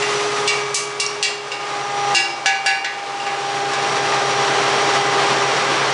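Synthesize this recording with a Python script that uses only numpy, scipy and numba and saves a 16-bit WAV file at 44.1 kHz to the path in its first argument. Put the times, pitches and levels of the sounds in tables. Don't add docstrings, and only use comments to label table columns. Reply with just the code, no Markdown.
import sys
import numpy as np
from scipy import signal
from scipy.fft import rfft, irfft, next_fast_len
from scipy.io import wavfile
from scipy.ndimage import minimum_filter1d
from numba import njit

SR = 44100
rng = np.random.default_rng(int(sys.argv[2]) if len(sys.argv) > 2 else 0)


def wav_out(sig):
    wavfile.write(sys.argv[1], SR, np.round(np.clip(np.atleast_2d(sig).T, -1, 1) * 32767).astype(np.int16))


def ratio_of_db(decibels):
    return 10 ** (np.asarray(decibels, float) / 20)


N = 261513

# time in seconds, levels of the 1st, 2nd and 3rd harmonic in dB, level of the roar in dB.
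BLOWER_LEVELS = [(0, -18, -30.5, -25.5, -16), (0.901, -19, -28, -25, -18.5), (1.35, -16, -28, -28.5, -14.5),
                 (1.6, -22.5, -18, -17, -13), (1.85, -26.5, -19, -24.5, -16.5),
                 (2.12, -24.5, -13.5, -21.5, -17), (2.5, -27.5, -20.5, -23, -13.5),
                 (3.001, -21.5, -9, -17.5, -9), (3.5, -25.5, -17.5, -34, -16),
                 (4, -27, -23.5, -29.5, -17.5), (5.3, -25.5, -23.5, -33, -16),
                 (5.93, -30, -29.5, -31, -16.5)]
# time in seconds, blade tone in Hz.
BLADE_SPEED = [(0, 412.5), (1.35, 412), (1.6, 408.5), (1.9, 406), (2.15, 405.5), (2.5, 403), (3, 401.3),
               (5.93, 401.1)]
# multiple of the blade tone, level in dB.
BLADE_PARTNERS = [(.357, -42.5), (4, -34), (5, -35.5), (6, -40.5), (8, -40.5)]
# multiple of the blade tone, level in dB before the common lift in blower().
BEARING_WHINES = [(11.15, -45), (13.57, -49), (14.08, -47), (14.33, -38.5)]
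# frequency in Hz, relative level in dB per Hz.
ROAR_COLOR = [(15, -74), (25, -50), (75, -35.5), (124, -26), (239, -18), (348, -11), (394, -11.5),
              (482, -9.5), (737, -7), (795, -9), (879, -7), (1190, -7), (1420, -10.5), (5620, -19.5),
              (10000, -33), (13000, -81), (22000, -120)]
# time in seconds, gain in dB relative to the rest of the roar.
ROAR_TREBLE_GAIN = [(0, 4), (.9, 1), (1.6, -1.6), (3.2, -1.3), (5.93, -6.3)]
# multiple of the turning rate, level in dB.
SHAFT_TONES = [(8, -57.5), (9, -54), (10, -51), (11, -36), (14, -50), (35, -34.5), (41, -61)]
# time in seconds, ring in dB, clatter in dB, brightness of the clatter in dB per
# octave, crack in dB relative to the clatter.
HAMMER_BLOWS = [(.024, -16.5, -9, -21, -10.5), (0.476, -4.5, 0, 0.8, -3.5), (.744, -4.5, -2.2, 10, 12),
                (.999, -3.5, -2.8, 7.5, 6.5), (1.227, 1.5, 8, 3, -11), (1.517, -9.5, -2.5, -5.5, -24),
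                (2.148, 8.5, 8.5, 2.8, -25), (2.459, 11, 12, -1.2, -29), (2.661, 15, 14.5, -0.4, -4.5),
                (2.845, 3.7, 9.5, -8.5, -32.5), (3.2, -15.5, -21, -4.5, -31), (3.265, -9.5, -7, -11, -32),
                (3.734, -14.5, -19, 1, -29)]
STRIKE_PLACES = [.156, .872, .526, .515, .156, .503, .492, .409, .407, .411, .503, .409, .411]
# frequency in Hz, level in dB relative to the
# blow's ring when struck where the mode moves most, time to fall 60 dB in seconds, half-waves along the bar.
FRAME_MODES = [(345, -21, 1.2, 19.5), (785, -8, 1.5, 5.75), (915, -23.5, .96, 13.5), (975, -16, .9, 12.5),
               (1145, -17, 1.3, 12.25), (1515, -9.5, .4, 5.75), (1684, -3, .19, 5.75),
               (1965, -15, .5, 7.75), (2164, -24, .35, 6.25), (2292, -6, .6, 20), (2441, -20, .7, 6.25),
               (2570, -13, .21, 17.5), (2749, -5, .26, 16.75), (2782, 2.5, .24, 17),
               (2805, -16.5, .75, 16.25), (2925, -9, .16, 14.5), (3427, -10.5, .16, 19.75),
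               (3686, -17, .34, 13.75), (3970, -11, .37, 17.25), (4057, -21, .42, 1.25),
               (4100, -22, .12, 12.25), (4570, -8, .27, 17.25), (4645, -7, .11, 14),
               (4974, -4.5, .18, 19.5), (5042, 2.5, .06, 12.25), (5100, -8, .38, 17.25),
               (5358, -13, .27, 4.75), (5711, -7, .11, 14.25), (7297, -5, .18, 2.25),
               (8411, -7, .09, 12.25)]
# frequency in Hz, time to fall 60 dB in seconds, level in dB relative to the blow's clatter.
CLATTER_MODES = [(1800, 0.76, -23), (2780, 0.13, -23), (4600, 0.14, -18.5), (6000, 0.15, -22.5),
                 (10460, 0.064, -32.5)]
# frequency in Hz, time to fall 60 dB in seconds, relative level in dB.
HEAD_MODES = [(5540, .03, 0.1), (5660, .03, 0.1), (6680, .03, -8)]


def at_hz(points, hz):
    points = np.array(points)
    return np.interp(np.log(hz + 1), np.log(points[:, 0]), points[:, 1])


def over_time(points):
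    return np.interp(np.arange(N) / SR, *np.transpose(points))


def drift(rate_hz):
    r = np.exp(-2 * np.pi * rate_hz * 40 / SR)
    noise = rng.standard_normal(N // 40 + 4002)
    slow = signal.lfilter([1], [1, -2 * r, r * r], noise)[4000:]
    return np.interp(np.arange(N) / 40, np.arange(len(slow)), slow / slow.std())


def tone(cycles, level_db, waver_db, waver_rad):
    phase = 2 * np.pi * (cycles + rng.random()) + waver_rad * drift(5.1)
    height = np.sqrt(2) * ratio_of_db(level_db + waver_db * drift(27))
    return height * np.sin(phase)


def air_roar(level_db):
    color = ratio_of_db(at_hz(ROAR_COLOR, np.fft.rfftfreq(N + 1, 1 / SR)))
    air = irfft(rfft(rng.standard_normal(N + 1)) * color)[:N]
    high_pass = signal.butter(1, 6000, "high", fs=SR, output="sos")
    treble = signal.sosfilt(high_pass, air)
    air = air + (ratio_of_db(over_time(ROAR_TREBLE_GAIN)) - 1) * treble
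    return ratio_of_db(level_db + 0.93 * drift(11)) * air / air.std()


def blower():
    whine_lift_db = 2
    s, *columns = np.transpose(BLOWER_LEVELS)
    first, second, third, roar_db = [np.interp(np.arange(N) / SR, s, c) for c in columns]
    cycles = np.cumsum(over_time(BLADE_SPEED)) / SR
    orders = [(1, first), (2, second), (3, third)] + BLADE_PARTNERS
    out = np.zeros(N)
    for k, db in orders:
        out += tone(k * cycles, db, waver_db=1.5, waver_rad=0.19 * np.sqrt(k))
    for k, db in BEARING_WHINES:
        out += tone(k * cycles, db + whine_lift_db, waver_db=3.5, waver_rad=1.0)
    return out + air_roar(roar_db)


def shaft():
    turns = 12.25 * np.arange(N) / SR
    return sum(tone(k * turns, db, waver_db=1.5, waver_rad=0.1) for k, db in SHAFT_TONES)


def ring(at, heights, hz, t60):
    clicks = np.full(N, 1e-18)
    clicks[at] = heights
    r, w = ratio_of_db(-60 / (t60 * SR)), 2 * np.pi * hz / SR
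    return signal.lfilter([0, np.sin(w)], [1, -2 * r * np.cos(w), r * r], clicks)


def frame_ring(at, ring_db):
    out = np.zeros(N)
    for hz, db, t60, waves in FRAME_MODES:
        movement = np.sin(np.pi * waves * np.array(STRIKE_PLACES))
        out += ring(at, ratio_of_db(ring_db + db) * movement, hz, t60)
    return out


def clatter(at, clatter_db, bright_db):
    crowd = np.array(CLATTER_MODES)
    crowd_hz = np.linspace(1800, 10000, num=100) + rng.uniform(-38, 40, size=100)
    aim = rng.normal(0, 1, (len(at), len(crowd_hz)))
    out = np.zeros(N)
    for k, hz in enumerate(crowd_hz):
        t60, db = at_hz(crowd[:, [0, 1]], hz), at_hz(crowd[:, [0, 2]], hz)
        level_db = clatter_db + db + bright_db * np.log2(hz / 2500) + 4.5 * aim[:, k]
        push = np.sign(aim[::-1, k])
        out += ring(at, ratio_of_db(level_db) * push, hz, t60)
    return out


def hammer_head(at, clatter_db):
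    rebound_s, rebound_db = 1.064, -0.5
    head_db = -24
    taps = [*at, round(rebound_s * SR)]
    taps_db = np.append(clatter_db + head_db, rebound_db)
    return sum(ring(taps, ratio_of_db(taps_db + db), hz, t60) for hz, t60, db in HEAD_MODES)


def crack(at, level_db):
    low_hz, t60_s = 3000, .02
    kicks = np.full(N, 1e-18)
    kicks[at] = ratio_of_db(level_db)
    fade = signal.lfilter([1], [1, -ratio_of_db(-60 / (t60_s * SR))], kicks)
    high_pass = signal.butter(2, low_hz, "high", fs=SR, output="sos")
    return fade * signal.sosfilt(high_pass, rng.standard_normal(N))


def hammer():
    s, ring_db, clatter_db, bright_db, crack_db = np.transpose(HAMMER_BLOWS)
    at = np.round(s * SR).astype(int)
    out = frame_ring(at, ring_db) + clatter(at, clatter_db, bright_db)
    out += hammer_head(at, clatter_db) + crack(at, clatter_db + crack_db)
    return signal.sosfilt(signal.butter(2, 250, "high", fs=SR, output="sos"), out)


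def hall(x):
    t60_s, wall_cut_hz = 0.58, 5900
    size = next_fast_len(N + 2 * SR)
    hz = np.fft.rfftfreq(size, 1 / SR)
    echoes = 0
    for k, lag in enumerate(np.geomspace(.0113, .0497, num=10)):
        dulling = (1 + 1j * hz / wall_cut_hz) ** 0.18
        one_round = ratio_of_db(-60 * lag / t60_s) / dulling * np.exp(-2j * np.pi * hz * lag)
        echoes = echoes + (-1) ** k * one_round / (1 - one_round)
    return irfft(rfft(x, size) * echoes, size)[:N]


@njit
def ride_gain(room_db, gain_db, attack, hold, release):
    out, wait = np.empty(len(room_db)), 0
    for i in range(len(room_db)):
        if room_db[i] < gain_db:
            gain_db += attack * (room_db[i] - gain_db)
            wait = hold
        elif wait > 0:
            wait -= 1
        else:
            gain_db -= release * gain_db
        out[i] = gain_db
    return out


def ridden(x, ceiling_db, start_db, attack_s, hold_s, release_s):
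    treble_weight = 0.54
    heard = signal.lfilter([1 + treble_weight, -treble_weight], [1], x[0])
    peaks = -minimum_filter1d(-np.abs(heard), size=89)
    room_db = ceiling_db - 20 * np.log10(peaks + 1e-9)
    gain_db = ride_gain(room_db, start_db, 1 / (attack_s * SR), hold_s * SR, 1 / (release_s * SR))
    return x * ratio_of_db(gain_db)


def scene():
    hall_db = -18
    blows = hammer()
    mix = blower() + shaft() + blows + ratio_of_db(hall_db) * hall(blows)
    return np.tile(mix, (2, 1))


def band_limit(x):
    return signal.sosfilt(signal.butter(12, 10210, fs=SR, output="sos"), x)


def record(dry):
    even = ridden(dry, ceiling_db=-4.5, start_db=-6.5, attack_s=0.03, hold_s=0.32, release_s=0.49)
    limited = ridden(even, ceiling_db=-2, start_db=0., attack_s=0.00052, hold_s=0.00023, release_s=0.013)
    top = 1.2
    rounded = top * np.tanh(limited / top)
    treble_cut = signal.ellip(10, 1, 70, 10200, fs=SR, output="sos")
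    finished = signal.sosfilt(treble_cut, rounded)
    return band_limit(finished)


dry = scene()
out = record(dry)
wav_out(out)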